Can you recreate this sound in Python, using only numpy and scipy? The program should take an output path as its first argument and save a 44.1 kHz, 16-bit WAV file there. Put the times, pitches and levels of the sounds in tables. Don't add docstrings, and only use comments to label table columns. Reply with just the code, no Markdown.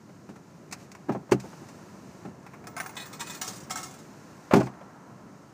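import sys
import numpy as np
from scipy import signal
from scipy.fft import rfft, irfft, next_fast_len
from scipy.io import wavfile
from scipy.ndimage import map_coordinates

SR = 44100
rng = np.random.default_rng(int(sys.argv[2]) if len(sys.argv) > 2 else 0)


def master(y):
    cut = np.clip(np.atleast_2d(y).T, -1, 1)
    pcm = np.round(cut * 32767)
    wavfile.write(sys.argv[1], SR, pcm.astype(np.int16))


N = 243873

# (frequency [Hz], relative density [dB per Hz])
CRACK_SPECTRUM = [(900, -32), (2000, 4.5), (2550, 7.5), (3050, -11.5), (3600, -4.5), (4300, 1.5), (6300, 4),
                  (8500, -2.5), (11000, -15.5), (15000, -12)]
# (frequency [Hz], relative density [dB per Hz])
RAP_SPECTRUM = [(200, -12), (500, -19.5), (700, 6), (1350, 4.5), (1800, -0.5), (2500, 0), (3000, -17),
                (6000, -25.5)]
# (frequency [Hz], relative density [dB per Hz])
SCRATCH_SPECTRUM = [(1500, -9.5), (2800, -9), (4200, -4), (5300, 0), (6700, 2.5), (8200, -2), (9600, -9.5),
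                    (11500, -15.5), (13500, -16), (15200, -9)]
# (frequency [Hz], relative level [dB], t60 [s])
BASKET_MODES = [(697.5, -3.5, 0.23), (747, 1.5, 0.4), (865, 0.5, 0.18), (1095, 0.5, 0.43), (1228, -9, 0.5),
                (1311, 9, 0.19), (1572, 3, 0.086), (1800, -8, 0.4), (2155, -1.5, 0.41), (2790, -16, 0.61),
                (3440, -19, 0.77), (5400, -17, 0.45), (6400, -26, 0.27), (7040, -25, 0.3)]
# (frequency at pitch factor 1 [Hz], relative level [dB], t60 [s])
BRIGHT_MODES = [(9243, -6.5, 0.0764), (10180, -12, 0.097), (15180, -12, 0.166), (15200, -8, 0.168)]


def amp(db):
    return 10 ** (np.asarray(db) / 20)


def unit(x):
    return x / np.sqrt(np.mean(x ** 2) + 1e-20)


def curves(rows):
    s, *columns = np.transpose(rows)
    t = np.arange(N) / SR
    return [np.interp(t, s, column) for column in columns]


def wobble(rate):
    knots = rng.standard_normal(int(N * rate / SR) + 4)
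    return map_coordinates(knots, [np.arange(N) * rate / SR])


def noise(spectrum, size, peaky_db=0, spacing_hz=55):
    hz, db = np.transpose(spectrum)
    grid = np.fft.rfftfreq(size, 1 / SR)
    peaks = map_coordinates(rng.standard_normal(SR // 20), [grid / spacing_hz], mode="wrap")
    colour_db = np.interp(np.log(grid + 1), np.log(hz), db)
    gain = amp(colour_db + peaky_db * np.tanh(peaks / 2) * 2)
    white = rfft(rng.standard_normal(size))
    return unit(irfft(white * gain, size))


def fade(rise, t60):
    t = np.arange(SR // 2) / SR
    swell = 1 - np.exp(-t / max(rise, 1 / SR))
    return swell * amp(-60 * t / t60)


def burst(spectrum, rise, t60, tail_db, tail_t60, peaky_db=0):
    envelope = np.hypot(fade(rise, t60), amp(tail_db) * fade(rise, tail_t60))
    sound = noise(spectrum, SR // 2, peaky_db) * envelope
    return unit(sound) * np.sqrt(np.mean(envelope ** 2))


def ring(modes, rise, vary_db, pitch=1, rough=0):
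    t = np.arange(SR // 2) / SR
    gains = amp(np.transpose(modes)[1] + vary_db * rng.standard_normal(len(modes)))
    gains *= np.sqrt(2) / np.linalg.norm(gains)
    gains *= (-1) ** np.arange(len(modes))
    total = np.zeros(len(t))
    for gain, (hz, _, t60) in zip(gains, modes):
        drift = rough * np.cumsum(rng.standard_normal(len(t))) / np.sqrt(SR)
        total += gain * np.sin(2 * np.pi * (pitch * hz * t + drift)) * fade(rise, t60)
    return total


def add(track, s, sound):
    part = track[round(s * SR):][:len(sound)]
    part += sound[:len(part)]


def background():
    # (time [s], engine level [dB], outdoor wash level [dB])
    air_levels = [(0.0, -53, -60), (1.79, -48, -54), (2.5, -50.5, -54.5), (2.93, -48, -49.5),
                  (3.68, -47.5, -53.5), (4.1, -50, -55), (4.79, -52.5, -50), (5.53, -53.5, -56)]
    # (frequency [Hz], relative density [dB per Hz])
    engine_spectrum = [(18, -76), (30, -72.5), (54, -19), (108, -5.5), (140, -1.5), (199, -1), (256, -6.5),
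                       (286, -4.5), (368, -8), (497, -15), (600, -13.5), (780, -21.5), (1320, -120)]
    wash_spectrum = [(90, -10), (260, -5), (450, -7), (1060, -0.5), (1200, -7.5), (1350, -2), (1520, -11.5),
                     (1630, -8), (3200, -33), (4160, -45), (7040, -120)]
    hiss_spectrum = [(1650, 2), (2800, -3), (3390, -9), (4000, -5), (5060, -4), (6450, -1), (9830, -14),
                     (12000, -18), (14600, -13.5), (15400, -26.5)]
    # (start [s], end [s], rise [dB], sag [dB per s])
    hiss_swells = [(.75, 0.885, 7.5, 3), (1.39, 2.316, 8.5, 5.5), (2.8, 4.58, 5, 0.1)]
    resting_hiss_db, ramp_s = -63, 0.055
    engine_db, wash_db = curves(air_levels)
    t = np.arange(N) / SR
    hiss_db = np.full(N, resting_hiss_db, dtype=float)
    for start, end, rise_db, sag in hiss_swells:
        ramp = np.clip(np.minimum(t - start, end - t) / ramp_s, 0, 1)
        hiss_db += (rise_db - sag * (t - start)) * ramp
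    engine = amp(engine_db + 0.75 + 1.26 * wobble(9)) * noise(engine_spectrum, N)
    wash = amp(wash_db - 2.02 + 0.22 * wobble(14)) * noise(wash_spectrum, N)
    hiss = amp(hiss_db + 0.36 * wobble(10)) * noise(hiss_spectrum, N)
    return engine + wash + hiss


def blow(clack_db, crack_db, t60):
    # (frequency [Hz], relative density [dB per Hz])
    clack_spectrum = [(250, -19), (550, 4.5), (720, 2), (950, -1.5), (1300, -5), (1800, -11.5), (2600, -17),
                      (3300, -25.5), (8000, -44)]
    usual_crack_db = -23
    dulling = 0.33
    tilt = dulling * min(crack_db - clack_db - usual_crack_db, 10)
    colour = [(hz, db + tilt * np.log2(hz)) for hz, db in clack_spectrum]
    clack = burst(colour, 0.0013, t60, tail_db=-30.5, tail_t60=0.35, peaky_db=3)
    crack = burst(CRACK_SPECTRUM, 0.0028, 0.94 * t60, tail_db=-35, tail_t60=0.285, peaky_db=-0.5)
    return amp(clack_db) * clack + amp(crack_db) * crack


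def rattles():
    # (time [s], clack strength [dB], crack over clack [dB])
    rattle_hits = [(.092, -48, -20), (1.292, -40, -28), (1.312, -34, 0), (1.398, -47.5, 7),
                   (1.53, -42, -26), (1.685, -49, 2.5), (4.51, -20, -26), (4.522, -21.5, -26),
                   (4.608, -21.5, -24), (4.658, -57, 11), (4.669, -34, -22), (4.736, -46.5, -18),
                   (4.81, -41, -24), (4.893, -53, -25)]
    out = np.zeros(N)
    for s, db, crack_db in rattle_hits:
        add(out, s, blow(db, db + crack_db, t60=0.077))
    return out


def knocks():
    # (time [s], strength [dB], clack over strength [dB], crack over strength [dB], clack t60 [s])
    knock_hits = [(.289, -41, -5.5, -14.5, 0.13), (.357, -46.5, -1.5, -9, 0.097),
                  (1.085, -33.5, -11, -26, 0.14), (1.092, -21, -4.5, -32, 0.092),
                  (1.119, -37, -4, -13, 0.14), (1.148, -28.5, -1, -33, 0.091),
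                  (1.318, -12, -5, -13.5, 0.067), (1.437, -40.5, 0, -30, .12),
                  (1.617, -44.5, -11, -27, 0.12), (2.25, -37, -6, -22.5, .15),
                  (4.535, -10, -2.5, -18.5, 0.073), (4.555, -21.5, -5, -14, 0.16),
                  (4.565, -16, -13, -30, 0.12), (4.599, -29.5, -6, -9, 0.062),
                  (4.627, -34.5, -15, -13.5, 0.2)]
    # (frequency [Hz], relative density [dB per Hz])
    thump_spectrum = [(40, -30), (110, -26), (190, 2.5), (290, -2), (390, -2.5), (455, -23.5), (560, -26),
                      (800, -8), (2000, -76.5)]
    # (frequency [Hz], relative level [dB], t60 [s])
    panel_modes = [(194.1, 0.5, 0.21), (226.6, -14, 0.2), (291, 5.5, 0.11), (330, -16, 0.17),
                   (348, 0.5, 0.087), (403.6, -0.5, 0.11), (542, -8.5, 0.13), (695.6, -20, 0.16),
                   (875, -25, 0.17), (887, -18, 0.17), (1260, -24, 0.147)]
    cabin_modes = [(69.8, -8.5, 0.41), (89, -12, 0.26), (128.7, 10.5, 0.25)]
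    panel_db = -1
    boom_base_db, boom_growth = -3, 1.177
    boom_db_per_s, usual_t60_s = 128, 0.114
    out = np.zeros(N)
    for s, db, clack_db, crack_db, t60 in knock_hits:
        boom_db = boom_base_db + boom_growth * db + boom_db_per_s * (t60 - usual_t60_s)
        thump = burst(thump_spectrum, 0.0015, 1.46 * t60, tail_db=-35, tail_t60=0.16)
        add(out, s, amp(db) * thump)
        add(out, s, blow(db + clack_db, db + crack_db, t60))
        add(out, s, amp(db + panel_db) * ring(panel_modes, rise=0.0016, vary_db=1))
        add(out, s, amp(boom_db) * ring(cabin_modes, rise=0.011, vary_db=3))
    return out


def handling():
    # (time [s], click level [dB], body over click [dB], slide [s])
    hand_clicks = [(0.712, -44, -9, .001), (.724, -27, -6.5, 0.0033), (.916, -44.5, -4.5, .0004),
                   (.95, -49.5, 7.5, 0.00045), (2.429, -61, -6, .001), (2.464, -52.5, 11.5, 0.00081),
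                   (2.534, -55, 17, 0.0038), (2.641, -59.5, 14.5, .0002)]
    pinch_t60_s = 0.056
    out = np.zeros(N)
    for s, db, body_db, slide in hand_clicks:
        click = burst(CRACK_SPECTRUM, slide, pinch_t60_s, tail_db=-36.5, tail_t60=0.26)
        body = burst(RAP_SPECTRUM, slide, pinch_t60_s, tail_db=-13, tail_t60=0.22)
        add(out, s, amp(db) * click)
        add(out, s, amp(db + body_db) * body)
    return out


def clink(modes, click_db, wall_db, part_db, bright_db, pitch, slide, t60):
    chatter, vary_db = 1.5, 3
    own_pitch = pitch * (1 + 0.012 * rng.standard_normal())
    scratch = burst(SCRATCH_SPECTRUM, slide, t60, tail_db=-17.5, tail_t60=0.42, peaky_db=6.5)
    rap = burst(RAP_SPECTRUM, slide, t60, tail_db=-29, tail_t60=0.37, peaky_db=10.5)
    part = ring(modes, slide, vary_db, rough=chatter)
    bright = ring(BRIGHT_MODES, slide, vary_db, pitch=own_pitch, rough=chatter)
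    return amp(click_db) * scratch + amp(wall_db) * rap + amp(part_db) * part + amp(bright_db) * bright


def basket():
    # (time [s], strength [dB], wall rap over strength [dB], basket ring over strength [dB], slide [s])
    basket_contacts = [(2.67, -42, 1.5, -3, 0.00016), (2.7655, -40.5, 7.5, 5.5, 0.00037),
                       (2.778, -41, 7.5, -17, 0.00035), (2.801, -36.5, 10, -4, .0002),
                       (2.831, -52, 11, 3, .0005), (2.861, -41.5, 6.5, -17, 0.00025),
                       (2.893, -48, 9, -9, 0.00084), (2.9545, -49.5, 4, -15, .0002),
                       (3.413, -26, -7.5, -9.5, .0025), (3.476, -29, -16, -17, 0.0024),
                       (3.698, -41.5, 4, -20, .0005), (3.705, -27.5, -10, -7, .0024),
                       (3.757, -31.5, -16, -2, 0.00046), (3.768, -33, -7, -6, 0.0038),
                       (3.829, -34, -25, -7.5, 0.0022), (3.937, -47.5, -6, -12, .003),
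                       (3.985, -49, -10, -13, 0.0039)]
    square_t60_s, t60_per_slide = 0.064, 16
    bright_over_rap_db = -11
    out = np.zeros(N)
    for s, db, wall_db, ring_db, slide in basket_contacts:
        t60 = square_t60_s + t60_per_slide * slide
        bright_db = db + wall_db + bright_over_rap_db
        add(out, s, clink(BASKET_MODES, db, db + wall_db, db + ring_db, bright_db, 1, slide, t60))
    return out


def throat():
    # (time [s], strength [dB], throat ring over strength [dB])
    throat_contacts = [(2.966, -40, 8), (2.998, -45, 10), (3.017, -49, 9), (3.054, -47.5, 0),
                       (3.128, -41.5, -3), (3.194, -38.5, -7), (3.204, -32, -1.5), (3.269, -43.5, 1),
                       (3.296, -41.5, 6.5), (3.345, -42.5, -1)]
    # (frequency [Hz], relative level [dB], t60 [s])
    throat_modes = [(1290, -10.5, 0.31), (1634, -4, 0.15), (1780, -6.5, 0.31), (1943, -2, 0.22),
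                    (2100, -17, 0.35), (2500, -0.5, 0.2), (2510, -2.5, 0.22), (3035, -4.5, 0.1),
                    (3460, 4.5, 0.092), (3650, 4, 0.071), (3880, -2, 0.13), (4270, -1.5, 0.2),
                    (5150, -13, 0.28), (5300, -13, 0.15), (6800, -21, 0.15), (7350, -6, 0.16),
                    (7490, -13, 0.214), (8320, -6, 0.18)]
    bright_db = -48
    out = np.zeros(N)
    for s, db, ring_db in throat_contacts:
        sound = clink(throat_modes, db, db, db + ring_db, bright_db, pitch=0.97, slide=0.0033, t60=0.13)
        add(out, s, sound)
    return out


def rolling(rate=80, size_db=2.5, basket_db=-9, shimmer_db=-12):
    # (start [s], length [s], starting level [dB])
    swirl_runs = [(3.054, .08, -52.5), (3.25, 0.13, -40.5), (3.439, .2, -40), (3.76, .14, -42.5),
                  (3.901, 0.15, -59)]
    sag_db_per_s = 53
    out, blows = np.zeros(N), np.zeros(N)
    shape = fade(0.0018, 0.11)[:SR // 10]
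    for start, length, db in swirl_runs:
        for step in np.arange(0, length, 1 / rate):
            age = step + rng.random() / rate
            gain = amp(db - sag_db_per_s * age + size_db * rng.standard_normal())
            add(out, start + age, gain * shape * noise(SCRATCH_SPECTRUM, len(shape), peaky_db=8))
            blows[round((start + age) * SR)] = gain
    answer = amp(basket_db) * ring(BASKET_MODES, 0.0028, vary_db=1.5, rough=8.5)
    answer += amp(shimmer_db) * ring(BRIGHT_MODES, 0.0032, vary_db=2, rough=1.9)
    return out + signal.oaconvolve(blows, answer)[:N]


def scene():
    cabin = background() + rattles() + knocks()
    coins = handling() + basket() + throat() + rolling()
    return (cabin + coins)[None]


def record(dry):
    low_cut_hz, top_hz = 75, 15400
    high_pass = signal.butter(2, low_cut_hz, "highpass", fs=SR, output="sos")
    thin = signal.sosfilt(high_pass, dry)
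    size = next_fast_len(N + SR // 2)
    passband = np.fft.rfftfreq(size, 1 / SR) < top_hz
    return irfft(rfft(thin, size) * passband, size)[:, :N]


dry = scene()
out = record(dry)
master(out)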